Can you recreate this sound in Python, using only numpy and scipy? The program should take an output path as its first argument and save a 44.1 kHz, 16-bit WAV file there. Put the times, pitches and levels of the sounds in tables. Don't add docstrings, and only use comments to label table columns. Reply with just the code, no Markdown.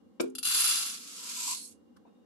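import sys
import numpy as np
from scipy import signal
from scipy.fft import rfft, irfft, next_fast_len
from scipy.io import wavfile

SR = 44100
rng = np.random.default_rng(int(sys.argv[2]) if len(sys.argv) > 2 else 0)


def to_wav(s):
    ch = np.atleast_2d(s).T
    pcm = np.round(np.clip(ch, -1, 1) * 32767)
    wavfile.write(sys.argv[1], SR, pcm.astype(np.int16))


N = 99225
TIME = np.arange(N) / SR

# f/Hz, level/dB, T60/s, left minus right/dB
BOWL_MODES = [(1380, -21, .018, 7), (2760, -15, .05, 3), (3475, -13, .055, 1), (4095, -11, .06, 0),
              (4493, -16, .06, -6), (4820, -12, .035, -6), (6250, -19, .03, 0), (7335, -14, .04, 1),
              (7470, -15, .03, -1), (8690, -14, .04, 2), (9072, -15, .05, -7), (10610, -8, .07, -7),
              (10772, -6, .07, -7), (11005, -5, .05, 7), (11510, -16, .07, 9), (12420, -22, .07, 0),
              (12830, -23, .07, 0), (14750, -22, .015, 0)]
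# t/s, level/dB
FIRST_GRAINS = [(0.352, -14.5), (0.3831, -16.5), (0.3853, -13), (0.4296, -9.5), (0.4334, -11.5),
                (0.446, -9), (0.4529, -3.5), (0.464, -10), (0.471, -3.5), (0.494, -8)]
# f/Hz, level/dB
CLICK_SPECTRUM = [(100, -47), (900, -26), (1400, -14.5), (2000, -20.5), (2800, -1.5), (4500, -1),
                  (6500, -1.5), (8200, -7.5), (9900, -23), (12500, -11.5), (13600, -21), (16000, -21.5)]
# t/s, level/dB
STREAM_ENVELOPE = [(0.44, -65), (0.455, -38), (0.5, -32), (0.56, -29.5), (0.63, -30), (0.7, -31),
                   (0.8, -37.5), (0.9, -46), (1.0, -57), (1.15, -92), (1.3, -80)]
# f/Hz, level/dB
CLATTER_SPECTRUM = [(100, -65), (400, -22), (580, -37), (900, -12.5), (1400, -5.5), (1900, -10.5),
                    (2600, -3.5), (4500, -2), (6500, -2.5), (8200, -4), (9900, -14), (12500, -2),
                    (13600, -30.5), (16000, -32)]
# t/s, level/dB
HEAP_ENVELOPE = [(0.46, -71), (0.56, -34.5), (0.69, -31.5), (0.8, -34), (0.9, -38), (1.0, -47.5),
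                 (1.14, -46.5), (1.3, -39.5), (1.5, -47.5), (1.62, -57)]
# f/Hz, level/dB
RUSTLE_SPECTRUM = [(100, -50), (400, -20.5), (580, -31), (720, -16), (900, -27), (1350, -5.5), (1850, -9),
                   (2500, -4.5), (4700, 1.5), (7000, 1.5), (9600, -3), (11500, -2.5), (13000, -15),
                   (16000, -29)]

# t/s, level/dB
SLIDE_ENVELOPE = [(0.95, -57.5), (1.15, -53), (1.22, -47.5), (1.35, -40.5), (1.38, -36), (1.46, -34),
                  (1.53, -35), (1.57, -46.5), (1.66, -61), (1.72, -62), (1.76, -84)]
# f/Hz, level/dB
SCRAPE_SPECTRUM = [(200, -48.5), (700, -27.5), (1200, -25), (1450, -14), (1800, -27), (2300, -6.5),
                   (3200, -6.5), (4700, 0.5), (5600, -2.5), (6500, 1.5), (8200, 3), (9300, -9.5),
                   (11600, -2), (12900, -14.5), (14500, -23), (16000, -39)]
# t/s, level/dB
CAVITY_ENVELOPE = [(1.15, -70), (1.29, -63), (1.35, -71), (1.38, -52), (1.43, -57), (1.47, -42.5),
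                   (1.53, -48), (1.57, -100), (1.62, -97)]
# t/s, level/dB
SKATE_ENVELOPE = [(1.5, -44), (1.56, -45), (1.61, -46.5), (1.66, -47), (1.72, -60), (1.76, -84)]
# f/Hz, level/dB, left minus right/dB, fade/(dB/s) (negative values swell)
WALL_MODES = [(4200, -2.5, 8, 140), (4490, -7.5, -10, 106), (5500, -11.5, -2, 11), (6440, -9.5, -2, -4),
              (7140, -9.5, -13, 5), (8000, -10, 2, 2), (8480, -3.5, -10, 2), (9390, -4.5, -13, -6),
              (10240, -7.5, -2, 0), (11160, -4.5, -9, 7), (13500, -17.5, -7, 0)]

# t/s, level/dB, low-pass cutoff of the contact f/Hz
KNOCKS = [(0.1985, -9, 1842), (0.2016, -2, 1500), (0.207, -5, 500), (0.239, -7, 484), (2.051, -41.5, 883)]
# f/Hz, level/dB, T60/s
TUB_MODES = [(260.5, 0, 0.6), (319, -16, 0.45), (347.2, -9, 0.18), (375.5, -0.5, .22), (429.4, 3.5, .25),
             (473, -22.5, .13), (560, -22.5, .08), (827, -31.5, 0.21), (1140, -23, 0.014),
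             (1400, -10, 0.11), (1650, -31.5, 0.05), (2340, -2, 0.027)]
# f/Hz, level/dB
THUD_SPECTRUM = [(60, -32), (150, -14.5), (300, -12), (600, 8), (1400, 8), (4000, -12), (8000, 13),
                 (16000, -35)]
# t/s, level/dB, centre f/Hz, decay time constant/s
RATTLES = [(0.199, -36, 1250, .002), (0.1996, -34, 4200, 0.0034), (0.2022, -32, 2600, 0.00067),
           (0.204, -34.5, 7500, .003), (0.209, -33.5, 9050, 0.0043), (0.2335, -49.5, 8500, .003),
           (0.277, -60, 7900, .002), (0.299, -57, 8000, 0.0027), (1.964, -50, 1290, 0.002),
           (1.965, -62.5, 4200, 0.0028), (1.966, -66.5, 9540, .004), (2.052, -48, 700, .002)]
# t/s, level/dB
RUB_ENVELOPE = [(2.045, -88), (2.055, -74), (2.065, -63), (2.085, -62.5), (2.11, -81), (2.18, -74.5),
                (2.25, -81.5)]
# f/Hz, level/dB, T60/s
RUB_MODES = [(544, -8, 0.019), (825, -5, 0.032), (1080, -9.5, 0.015), (2600, -20, 0.019), (3700, -15, 0.12)]
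# f/Hz, level/dB
ROOM_SPECTRUM = [(15, -77.5), (25, -66), (92, -13), (134, -27), (170, -16.5), (185, -5.5), (236, -3),
                 (301, -7.5), (335, -10.5), (427, -14.5), (476, -10.5), (624, -26), (818, -23), (887, -29),
                 (1040, -25.5), (1520, -34.5), (2840, -44.5), (3430, -42), (16000, -53)]


def from_db(db):
    return 10 ** (np.asarray(db) / 20)


def envelope(points):
    return from_db(np.interp(TIME, *np.transpose(points), left=-200, right=-200))


def pan(db):
    gains = from_db(np.array([[db], [-db]]) / 2)
    return gains / np.sqrt(np.mean(gains ** 2))


def impulse(at_s, db):
    return from_db(db) * (np.arange(N) == int(at_s * SR))


def colour(x, spectrum):
    size = 2 * next_fast_len(N)
    hz, db = np.transpose(spectrum)
    bin_hz = np.arange(size // 2 + 1) * SR / size
    gain = from_db(np.interp(np.log(bin_hz + 1), np.log(hz), db))
    cepstrum = irfft(np.log(gain / np.sqrt(np.mean(gain ** 2))))
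    cepstrum[1:size // 2] *= 2
    cepstrum[size // 2 + 1:] = 0
    return irfft(rfft(x, size) * np.exp(rfft(cepstrum)))[..., :N]


def resonator(x, hz, t60):
    radius = np.exp(-np.log(1000) / (t60 * SR))
    angle = 2 * np.pi * hz / SR
    numerator = np.sqrt((1 - radius ** 2) / 2) * np.array([1, 0, -1])
    return signal.lfilter(numerator, [1, -2 * radius * np.cos(angle), radius ** 2], x + 1e-18)


def collisions(per_s, spread_db):
    strengths = from_db(spread_db * np.minimum(rng.exponential(1, N), 4))
    hits = strengths * rng.choice([-1, 1], N) * (rng.random(N) < per_s / SR)
    return hits / hits.std()


def enclosed(hits, t60=0.032, trail_db=3):
    retention = np.exp(-2 * np.log(1000) / (t60 * SR))
    energy = signal.lfilter([1 - retention], [1, -retention], hits ** 2 + 1e-18)
    trail = np.sqrt(energy) * rng.standard_normal((2, N))
    return (hits + from_db(trail_db) * trail) / np.hypot(1, from_db(trail_db))


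def bowl_impacts():
    lone = sum(impulse(at_s, db) for at_s, db in FIRST_GRAINS)
    stream = envelope(STREAM_ENVELOPE) * collisions(per_s=2500, spread_db=3.5)
    ringing = 0
    for hz, db, t60, side_db in BOWL_MODES:
        coupling = rng.choice([-1, 1], (2, N)) * (1 + 0.2 * rng.standard_normal(N))
        ringing += from_db(db) * pan(side_db) * resonator((lone + stream) * coupling, hz, t60)
    clatter = colour(enclosed(stream), CLATTER_SPECTRUM)
    clicks = colour(enclosed(lone), CLICK_SPECTRUM)
    return from_db(3.5) * ringing + from_db(-2.5) * clatter + from_db(-4.5) * clicks


def heap_rustle():
    patter = enclosed(envelope(HEAP_ENVELOPE) * collisions(per_s=4300, spread_db=4.5))
    bowl_note = from_db(-17) * resonator(patter, hz=1306, t60=0.012)
    return pan(db=-2) * colour(patter, RUSTLE_SPECTRUM) + pan(db=25) * bowl_note


def rice_slide(cavity_hz=990):
    friction = enclosed(collisions(per_s=7400, spread_db=5))
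    scrape = colour(envelope(SLIDE_ENVELOPE) * friction, SCRAPE_SPECTRUM)
    drive = envelope(CAVITY_ENVELOPE) * friction
    cavity = resonator(drive, cavity_hz, t60=0.04)
    cavity = from_db(-17) * resonator(cavity, cavity_hz, t60=0.012)
    sizzle = from_db(0.5) * resonator(drive, hz=7600, t60=0.0022)
    return pan(db=-2.5) * scrape + pan(db=3) * cavity + pan(db=7.5) * sizzle


def skating_grains(light_from_s=1.59):
    contacts = envelope(SKATE_ENVELOPE) * collisions(per_s=4000, spread_db=1)
    elapsed_s = np.clip(TIME - light_from_s, 0, 0.5)
    wall = 0
    for hz, db, side_db, fade_db_per_s in WALL_MODES:
        mode = resonator(contacts * rng.standard_normal((2, N)), hz, t60=0.018)
        wall += from_db(db - fade_db_per_s * elapsed_s) * pan(side_db) * mode
    return wall


def tub_knocks():
    blows = sum(signal.lfilter(*signal.butter(2, cutoff_hz, fs=SR), impulse(at_s, db + 1))
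                for at_s, db, cutoff_hz in KNOCKS)
    body = sum(from_db(db) * resonator(blows, hz, t60) for hz, db, t60 in TUB_MODES)
    body = signal.sosfilt(signal.butter(2, 190, "high", fs=SR, output="sos"), body)
    return body + from_db(-8.5) * colour(blows, THUD_SPECTRUM)


def tub_rattles(rise_s=0.0006, edge_ratio=1.39, top_hz=12500):
    rattles = 0
    for at_s, db, hz, fall_s in RATTLES:
        low, high = hz / edge_ratio, min(hz * edge_ratio, top_hz)
        burst = from_db(db) * np.exp(-np.maximum((at_s - TIME) / rise_s, (TIME - at_s) / fall_s))
        crunch = enclosed(burst * collisions(per_s=4000, spread_db=2.5))
        crunch *= np.sqrt(SR / 2 / (high - low))
        rattles += signal.sosfilt(signal.butter(4, [low, high], "band", fs=SR, output="sos"), crunch)
    return rattles


def hand_rub():
    slips = enclosed(envelope(RUB_ENVELOPE) * collisions(per_s=1400, spread_db=-3))
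    return sum((-1) ** k * from_db(db) * resonator(slips, hz, t60)
               for k, (hz, db, t60) in enumerate(RUB_MODES))


def reverberation(direct, t60=0.2, cutoff_hz=4950):
    dull = signal.lfilter(*signal.butter(1, cutoff_hz, fs=SR), direct)
    echoes = rng.standard_normal((2, N)) * np.exp(-np.log(1000) * TIME / t60)
    echoes /= np.sqrt(np.sum(echoes ** 2, axis=1, keepdims=True))
    return signal.fftconvolve(dull, echoes, axes=1)[:, :N]


def room_tone():
    air = rng.standard_normal(N) + rng.standard_normal((2, N))
    whine = from_db(-89.5) * resonator(air, hz=2820, t60=0.18)
    return from_db(-63) * colour(air, ROOM_SPECTRUM) + whine


def scene():
    tub = tub_knocks() + tub_rattles()
    rice = bowl_impacts() + heap_rustle() + rice_slide() + skating_grains()
    direct = tub + rice + hand_rub()
    return direct + from_db(-6.5) * reverberation(direct) + room_tone()


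def record(dry, right_lag_s=0.0038, cutoff_hz=15600):
    right = np.interp(TIME - right_lag_s, TIME, dry[1], left=0)
    low_pass = signal.ellip(10, 0.2, 80, cutoff_hz, fs=SR, output="sos")
    return signal.sosfilt(low_pass, np.stack([dry[0], right]))


dry = scene()
out = record(dry)
to_wav(out)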